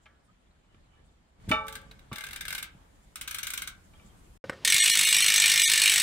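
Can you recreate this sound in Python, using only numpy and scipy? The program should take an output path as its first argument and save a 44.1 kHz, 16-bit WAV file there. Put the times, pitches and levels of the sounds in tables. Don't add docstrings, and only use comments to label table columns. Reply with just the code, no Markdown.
import sys
import numpy as np
from scipy import signal
from scipy.fft import rfft, irfft
from scipy.io import wavfile
from scipy.ndimage import uniform_filter1d, minimum_filter1d

SR = 44100
rng = np.random.default_rng(int(sys.argv[2]) if len(sys.argv) > 2 else 0)


def rack_gain(trim_db):
    fader = np.asarray(trim_db, float)
    return 10 ** (fader / 20)


def put_to_file(sound):
    columns = np.atleast_2d(sound).T
    safe = np.clip(columns, -1, 1)
    whole_steps = np.round(safe * 32767)
    wavfile.write(sys.argv[1], SR, whole_steps.astype(np.int16))


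N = 265834
BENCH_END_S, HELD_START_S = 4.377, 4.44
GAIN_STEP_S = 1.4
SPIN_START_S = 4.6493

# frequency in Hz, density in dB per Hz.
RUMBLE = [
    [(12, -53), (20, -10), (54, 1), (76, -15), (156, -10.5), (296, -22.5), (400, -53), (520, -59), (880, -120)],
    [(12, -56), (20, -35), (32, -26), (46, -7), (80, 13), (158, 13), (400, -1), (520, -39), (880, -120)],
]
HISS = [
    [(150, -10), (250, -4), (493, -7.5), (710, -7.5), (890, -8.5), (2360, -15), (2710, -18.5), (3060, -16), (5830, -25.5), (7440, -22), (16000, -42)],
    [(150, -12), (250, 1.5), (430, 8.5), (860, -1.5), (1240, -2.5), (3230, -4.5), (4570, -7.5), (16000, -32)],
]
# frequency in Hz, correlation from -1 to 1.
STEREO_LIKENESS = [(60, 0.91), (240, 0.63), (950, -0.19), (3770, 0.061), (15000, -0.52)]
# start in seconds, rise over the floor in dB, fall in dB per second.
STIRS = [
    (.74, 3, 6),
    (1.48, 11.5, 15.5),
    (2.3, 7.5, 12),
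    (3.2, 4, 5),
    (3.53, 4.5, 7),
    (3.98, 5.5, 11),
]
# start in seconds, level in dB, frequency in Hz.
CHIRPS = [(.001, -73, 7300), (.224, -77, 8900), (.38, -84, 8600), (1.028, -75.5, 7950), (1.085, -81, 7400),
          (1.257, -86, 9100), (2.922, -73, 7320), (3.005, -70.5, 7450), (3.818, -70, 7200),
          (4.033, -64.5, 7450), (4.153, -70, 8300), (4.217, -70, 7500)]
# start in seconds, level in dB, frequency in Hz, length in seconds.
SQUEAKS = [(0.26, -69, 1250, 0.074), (0.453, -78, 3400, 0.048), (.5, -77, 4050, 0.027),
           (0.67, -75, 2970, 0.11), (.72, -76, 1770, 0.11), (0.848, -76, 2980, 0.2),
           (0.943, -72, 1750, 0.093), (1.06, -77, 3630, 0.056), (3.936, -64, 3240, 0.042),
           (4.08, -69, 3180, 0.052)]
# start in seconds, peak in dB, ring time factor set by the fingers.
KNOCKS = [
    (0.057, -48.5, 0.46),
    (.64, -68, 1.5),
    (0.745, -51.5, 0.13),
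    (.93, -62, 1.5),
    (1.445, -55, 0.16),
    (1.499, -35, 0.13),
    (1.514, -13, 0.99),
    (2.118, -38, 1.64),
    (3.935, -50.5, 0.33),
    (3.995, -53.5, 1.1),
]
WHEEL_HZ = [441, 549, 632, 847, 874, 1166, 1319, 1410, 1545, 1793, 1970, 2272, 2309, 2353, 2536, 2600, 2837,
            2955, 3607, 4242]
# level in dB, 60 dB decay time in seconds.
WHEEL_MODES = [(-16.5, 0.82), (-19.5, 1), (-3, 0.33), (-7.5, 0.56), (-5.5, 0.54), (0, 0.57), (0.5, 0.39),
               (-4.5, 0.19), (-11, 0.48), (-8.5, 0.29), (-12.5, 0.15), (-1, 0.27), (-10, 0.48), (3, 0.18),
               (-13, 0.11), (0, 0.13), (-5.5, .2), (-0.5, 0.16), (-5, 0.27), (-21, 0.17)]
# start in seconds, level in dB.
TOUCHES = [
    (0.058, -65.5),
    (0.063, -58.5),
]
# frequency in Hz, level in dB, 60 dB decay time in seconds.
TOUCH_MODES = [(1380, -14, 0.49), (1680, -5.5, 0.46), (2130, 4, 0.055), (3160, -5, 0.083)]
# start in seconds, peak in dB, frequency in Hz, decay time in seconds.
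BUMPS = [(.745, -48, 317, 0.033), (1.4, -74, 2200, 0.082), (1.446, -42, 147, 0.063),
         (1.478, -30, 167, 0.073), (1.487, -19, 109, 0.028), (1.511, -32.5, 69.6, .12),
         (1.506, -25, 262, 0.13), (1.683, -44.5, 3800, 0.035), (1.912, -49, 3900, 0.053),
         (1.913, -52.5, 2550, 0.037), (2.115, -44, 1130, 0.099), (2.117, -32, 252, 0.096),
         (2.118, -39.5, 129, 0.087), (2.748, -45.5, 186, 0.041), (4.049, -51.5, 210, .06)]
# start in seconds, level in dB, treble loss in dB per octave, ring time factor.
GRIPS = [
    (4.44, -38, 6, 2.5),
    (4.496, -31, -0.5, 1.16),
    (4.522, -44, 3.0, 1.5),
    (4.53, -48.5, 0.5, 2.7),
]
# frequency in Hz, level in dB, 60 dB decay time in seconds.
GRIP_MODES = [(540, -0.5, 0.034), (1060, -11, 0.013), (1524, 2.5, 0.02), (1830, 0.5, 0.038),
              (5100, -13.5, 0.025), (8000, -16.5, 0.027)]
# start in seconds, peak in dB, treble loss in dB.
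SEATING = [(1.4888, -30, 10), (1.493, -29.5, -1.5), (1.5024, -39, 1.5), (1.5153, -34, -2.5),
           (1.668, -43, -3), (1.682, -27.5, 2.5), (1.725, -39, -7), (1.7533, -25, 5), (1.814, -54, -4),
           (1.9121, -39, 9), (1.9914, -42, 12)]
# start in seconds, peak in dB.
FIRST_TURN = [(2.1293, -26.5), (2.158, -25), (2.183, -24.5), (2.2079, -26), (2.2384, -23), (2.266, -27),
              (2.2872, -30), (2.308, -28), (2.3306, -24), (2.3602, -22.5), (2.4082, -20.5), (2.452, -25.5),
              (2.4816, -21), (2.5047, -23.5), (2.5267, -22), (2.5494, -21.5), (2.58, -22.5),
              (2.6265, -24.5)]
# start in seconds, peak in dB.
SECOND_TURN = [(3.157, -33.5), (3.2115, -30.5), (3.2766, -30), (3.3096, -30), (3.3448, -29), (3.3847, -30),
               (3.4308, -28.5), (3.4686, -28.5), (3.5031, -29.5), (3.5358, -28), (3.5755, -28),
               (3.6193, -30), (3.674, -31.5)]
# frequency in Hz, bandwidth in Hz, level in dB.
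HUB_BENCH = [(1578, 41, 7), (1700, 76, 1.5), (2122, 31, 7.5), (2360, 40, 0.5), (2716, 23, -1),
             (2871, 8.3, -3), (3500, 87, -4), (3730, 23, 2.5), (3900, 310, -4), (4970, 99, -5.5),
             (6000, 110, 0.5), (7400, 100, -4.5), (8300, 120, -1), (8300, 140, 1.5), (9230, 250, -2),
             (10040, 73, -5), (12000, 144, -21), (11300, 46, -3), (12570, 41, 0.5), (14200, 160, -8)]
HUB_HELD = [(1168, 3.9, -14), (1820, 36, -1.5), (2200, 40, 1), (2360, 78, 1), (2890, 90, -0.5),
            (3540, 37, -0.5), (3800, 16, -5), (4266, 47, -2), (5110, 79, -6.5), (5780, 71, -2),
            (6200, 13, -5.5), (6600, 37, -8), (8015, 184, 1.5), (9700, 220, -6)]
# frequency in Hz, density in dB per Hz.
TICK_BENCH = [(350, -58.5), (600, -48), (1030, -18.5), (1550, -5.5), (1880, -18.5), (2210, -4.5),
              (2570, -12.5), (3580, -7.5), (4710, -17.5), (8270, -17.5), (12800, -21.5), (16000, -16)]
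TICK_HELD = [(180, -45), (953, -41.5), (1780, -11.5), (2320, -12.5), (3510, -8.5), (4650, -14.5),
             (7250, -15), (8140, -13), (15500, -23.5)]
# frequency in Hz, 60 dB decay time in seconds.
ROOM = [(200, 0.34), (1000, 0.4), (4000, 0.2), (14000, 0.089)]
# start in seconds, length in seconds,
# range under the nearby maximum that survives in dB, loss of the rest in dB.
THINNED = [(4.803, .024, 5, 40), (4.913, .021, 5, 40), (5.638, .0117, 6, 45), (5.661, .015, 6, 45),
           (5.054, .011, 6, 16), (5.098, .009, 6, 12), (5.184, .009, 6, 11), (5.224, .011, 6, 12)]


def evened(x):
    return x / np.sqrt(np.mean(x ** 2) + 1e-20)


def read(points, hz):
    f, value = np.transpose(points)
    return np.interp(np.log(hz + 1), np.log(f + 1), value)


def add(mix, s, sound):
    part = mix[..., max(round(s * SR), 0):][..., :sound.shape[-1]]
    part += sound[..., :part.shape[-1]]


def ring(x, hz, width):
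    pole = np.exp((2j * np.pi * hz - np.pi * width) / SR)
    return signal.lfilter([1 - abs(pole)], [1, -pole], x).imag


def stepped(levels_db):
    return np.interp(np.arange(N) / SR - GAIN_STEP_S, (-.01, .01), levels_db)


def air(shot, rumble_db, hiss_db):
    n, hz = len(rumble_db), np.fft.rfftfreq(1024, 1 / SR)
    out = np.zeros((2, n))
    layers = [(RUMBLE[shot], rumble_db, 420), (HISS[shot], hiss_db, 16500)]
    for shape, level_db, top_hz in layers:
        a, b, c, d, patches = rng.standard_normal((n // 256 + 5, 513, 5)).T
        patches = evened(uniform_filter1d(uniform_filter1d(patches, 14, 0), 10, 1))
        same = np.clip(read(STEREO_LIKENESS, hz), -1, 1)[:, None]
        left = a + 1j * b
        right = same * left + np.sqrt(1 - same ** 2) * (c + 1j * d)
        patchy_db = 1.3 * patches
        gain = rack_gain(read(shape, hz)[:, None] + patchy_db) * (hz < top_hz)[:, None]
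        noise = signal.istft(np.array([left, right]) * gain, nperseg=1024, noverlap=768)[1][:, :n]
        out += evened(noise) * rack_gain(level_db)
    return out


def bench_air():
    out, t = np.zeros((2, N)), np.arange(0, HELD_START_S, 1 / SR)
    rise_db_per_s, hiss_share = 108, 0.71
    swells = [db - np.maximum(fall * (t - s), rise_db_per_s * (s - t)) for s, db, fall in STIRS]
    stir_db = np.max(swells, axis=0).clip(0)
    rumble_db = stepped((-63.5, -58.5))[:len(t)] + stir_db
    hiss_db = stepped((-69, -65))[:len(t)] + hiss_share * stir_db
    add(out, 0, air(0, rumble_db, hiss_db))
    return out


def self_noise():
    band = signal.butter(1, [5500 / SR * 2, 11000 / SR * 2], "band")
    hiss = signal.lfilter(*band, rng.standard_normal((2, N)))
    creep_db_per_s = 3.7
    return hiss * rack_gain(stepped((-99, -81)) + creep_db_per_s * np.arange(N) / SR)


def chirps():
    out = np.zeros((2, N))
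    squeaks = [(*row, 45) for row in SQUEAKS]
    whistles = [(*row, 0.069, 900) for row in CHIRPS]
    for s, db, hz, length, width in squeaks + whistles:
        n = round(length * SR)
        tone = evened(ring(rng.standard_normal((2, n)), hz, width))
        add(out, s, rack_gain(db) * tone * np.hanning(n))
    return out


def knocks():
    out, t = np.zeros((2, N)), np.arange(SR // 2 + SR // 4) / SR
    band = signal.butter(2, [500 / SR * 2, 4000 / SR * 2], "band")
    side_db = 1.5
    for s, peak_db, damping in KNOCKS:
        weights = rng.standard_normal((len(WHEEL_MODES), 2, 2))
        clatter = rack_gain(-6.5 - 60 * t / 0.017) + rack_gain(-16.5 - 60 * t / (.2 * damping))
        sound = signal.lfilter(*band, clatter * rng.standard_normal((2, len(t))))
        for hz, (db, t60), w in zip(WHEEL_HZ, WHEEL_MODES, weights):
            apart = min(hz / 1300, 1)
            uneven = w[1][:, None]
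            turn = 2 * np.pi * hz * t + 3 * w[0, 0] + apart * np.array([[.7], [-.7]])
            fade = rack_gain(db - 13.5 + side_db * apart * uneven - 60 * t / (min(t60, 1.2) * damping))
            beating = np.sin(turn) + .35 * np.sin(1.011 * turn) + .3 * np.sin(.983 * turn + 3 * uneven)
            sound += fade * beating * (1 - np.exp(-t * hz / 4.1))
        add(out, s, rack_gain(peak_db) * sound)
    return out


def bumps():
    out, t = np.zeros(N), np.arange(SR // 4) / SR
    touches = [(s, db + rel, hz, t60) for s, db in TOUCHES for hz, rel, t60 in TOUCH_MODES]
    grips = [(s, db + rel - loss * np.log2(hz / 500), hz, t60 * longer)
             for s, db, loss, longer in GRIPS for hz, rel, t60 in GRIP_MODES]
    for s, peak_db, hz, t60 in [*BUMPS, *touches, *grips]:
        rough = evened(ring(rng.standard_normal(len(t)), hz, 0.31 * hz))
        push = np.sin(2 * np.pi * hz * t) + 0.87 * rough * np.minimum(t * hz, 1)
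        add(out, s, rack_gain(peak_db - 60 * t / t60) * push)
    return out


def causal(points):
    gain = np.log(rack_gain(np.maximum(read(points, abs(np.fft.fftfreq(4096, 1 / SR))), -90)))
    taps = np.fft.ifft(np.exp(gain - 1j * signal.hilbert(gain).imag)).real[:1024]
    return taps / np.linalg.norm(taps)


def wander(hits, hz, width):
    turn, r = np.exp(2j * np.pi * np.cumsum(hz) / SR), np.exp(-np.pi * width / SR)
    return (turn * signal.lfilter([1 - r], [1, -r], hits / turn)).imag


def ratchet(s, peak_db, dull_db, hub, tick, spread_s, rattle_db, rattle_t60, ring_db, count=40, channels=1):
    landing_s = s[:, None] + spread_s * rng.gamma(3.2, 1, (len(s), count))
    at = (landing_s * SR).astype(int)
    blow = rack_gain(3.2 * rng.standard_normal(at.shape)) * rng.choice([-1., 1.], at.shape)
    blow *= rack_gain(peak_db[:, None]) / np.linalg.norm(blow, axis=1)[:, None]
    start, n = at.min(), at.max() - at.min() + SR // 4
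    when = (at - start).ravel()

    train = np.bincount(when, (blow * rack_gain(-dull_db[:, None])).ravel(), n)
    fall = rack_gain(-60 / rattle_t60 / SR) ** 2
    envelope = np.sqrt(signal.lfilter([1 - fall], [1, -fall], train ** 2))
    rattle = envelope * rng.standard_normal((channels, n))
    x = signal.oaconvolve(train + rack_gain(rattle_db) * rattle, causal(tick)[None])[:, :n]

    for hz, width, db in hub:
        treble = rack_gain(-dull_db[:, None] * (hz > 5000))
        drift = np.interp(np.arange(n), at[:, 0] - start, rng.standard_normal(len(s)))
        side = rack_gain(2.5 * rng.standard_normal((channels, len(s), 1)))
        side = side * rng.standard_normal((channels,) + at.shape)
        hits = np.array([np.bincount(when, (blow * treble * ear).ravel(), n) for ear in side])
        x += rack_gain(ring_db + db) * wander(hits, hz * (1 + .008 * drift), width + .012 * hz)
    out = np.zeros((channels, N))
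    add(out, start / SR, x)
    return out


def hand_turns():
    first = [(s, db, np.interp(s, (2.42, 2.71), (6, -3.0))) for s, db in FIRST_TURN]
    flick_dull_db = -7.5
    second = [(s, db, flick_dull_db) for s, db in SECOND_TURN]
    s, peak_db, dull_db = np.transpose([*SEATING, *first, *second])
    left, right = ratchet(s - .001, peak_db + 8.0, dull_db, HUB_BENCH, TICK_BENCH, spread_s=.001,
                          rattle_db=0.016, rattle_t60=0.087, ring_db=14.1, channels=2)
    return np.array([rack_gain(4.5) * left, rack_gain(3.0) * np.roll(right, 4)])


def room(x, channels):
    taps = np.zeros((channels, SR // 2))
    start = np.arange(100, SR // 2 - 20, 20)
    at = start + rng.integers(0, 20, (channels, len(start)))
    np.put_along_axis(taps, at, rng.choice([-1., 1.], at.shape), 1)
    hz, t, z = signal.stft(taps, SR, nperseg=128)
    tail = signal.istft(z * rack_gain(-60 * t / read(ROOM, hz)[:, None]), SR, nperseg=128)[1]
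    wet = signal.fftconvolve(x, tail / np.linalg.norm(tail[0]), axes=1)[:, :N]
    shared = wet.mean(0)
    return shared + signal.lfilter(*signal.butter(1, 900 / SR * 2, "high"), wet - shared)


def held_air():
    out, t = np.zeros(N), np.arange(BENCH_END_S, N / SR, 1 / SR)
    fall_db_per_s = 120
    swish_db = (4.5 - fall_db_per_s * abs(t - SPIN_START_S)).clip(0)
    add(out, BENCH_END_S, air(1, -54.5 + 0 * t, -56 + swish_db)[0])
    return out


def spin(count):
    tooth, wobble = np.arange(count), rng.standard_normal((count, 2))
    gap_s, drag_s_per_tooth = .018749, 2.3634e-5
    catch_up_s, catch_up_teeth = .0203, 2.0
    jitter_s, uneven_db = 0.00053, .8
    when = SPIN_START_S + gap_s * tooth + drag_s_per_tooth * tooth ** 2 / 2
    when = when + catch_up_s * (1 - np.exp(-tooth / catch_up_teeth)) + jitter_s * wobble[:, 0]
    peak_db = 0.5 + uneven_db * wobble[:, 1]
    return ratchet(when - .001, peak_db, 0 * when, HUB_HELD, TICK_HELD, spread_s=.00085,
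                   rattle_db=-1.1, rattle_t60=0.045, ring_db=19.8)


def turning(x, count):
    turns_per_s = 2.9
    turn = np.pi * (turns_per_s * np.arange(N) / SR + np.arange(count)[:, None] / count)
    return room(x * np.sqrt(2 / count) * np.cos(turn), channels=count).sum(0)


def scene():
    t, soft = np.arange(N) / SR, bumps()
    teeth, struck = hand_turns(), knocks()
    echo = room(teeth + .3 * struck, channels=2)
    bench = bench_air() + self_noise() + chirps() + struck + soft + teeth + rack_gain(-6.0) * echo

    held = signal.lfilter(*signal.butter(2, 1250 / SR * 2, "high"), spin(count=70)) + rack_gain(-17.5) * soft
    held = held + rack_gain(-2.5) * turning(held, count=4) + soft + held_air()
    held = signal.sosfilt(signal.butter(3, 50.0, "high", fs=SR, output="sos"), held)

    bench_fade = np.clip((BENCH_END_S - t) / .002, 0, 1)
    held_fade = np.clip((t - HELD_START_S) / 0.00096, 0, 1)
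    return bench * bench_fade + held * held_fade


def top_cut(x):
    return signal.sosfilt(signal.butter(12, 16530, fs=SR, output="sos"), x)


def record(dry):
    low_pass = signal.firwin(255, 15800, window=("kaiser", 4), fs=SR)
    dry = signal.oaconvolve(dry, low_pass[None], "same")
    dry = signal.sosfilt(signal.butter(2, 28.0, "high", fs=SR, output="sos"), dry)
    out, edge = dry.copy(), 500
    for s, length, range_db, depth_db in THINNED:
        start, n = round(s * SR) - edge, round(length * SR) + 2 * edge
        fade = signal.windows.tukey(n, 2 * edge / n)
        z = rfft(dry[:, start:start + n] * np.sqrt(fade))
        power_db = 10 * np.log10(abs(z) ** 2 + 1e-20)
        near_db = -minimum_filter1d(-power_db, size=71, axis=1)
        strong = (power_db > power_db.max() - 19) & (power_db > near_db - range_db)
        kept = z * np.where(strong, 1, rack_gain(-depth_db))
        kept *= np.linalg.norm(z) / np.linalg.norm(kept)
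        add(out, start / SR, irfft(kept - z, n) * np.sqrt(fade))
    return top_cut(out)


dry = scene()
out = record(dry)
put_to_file(out)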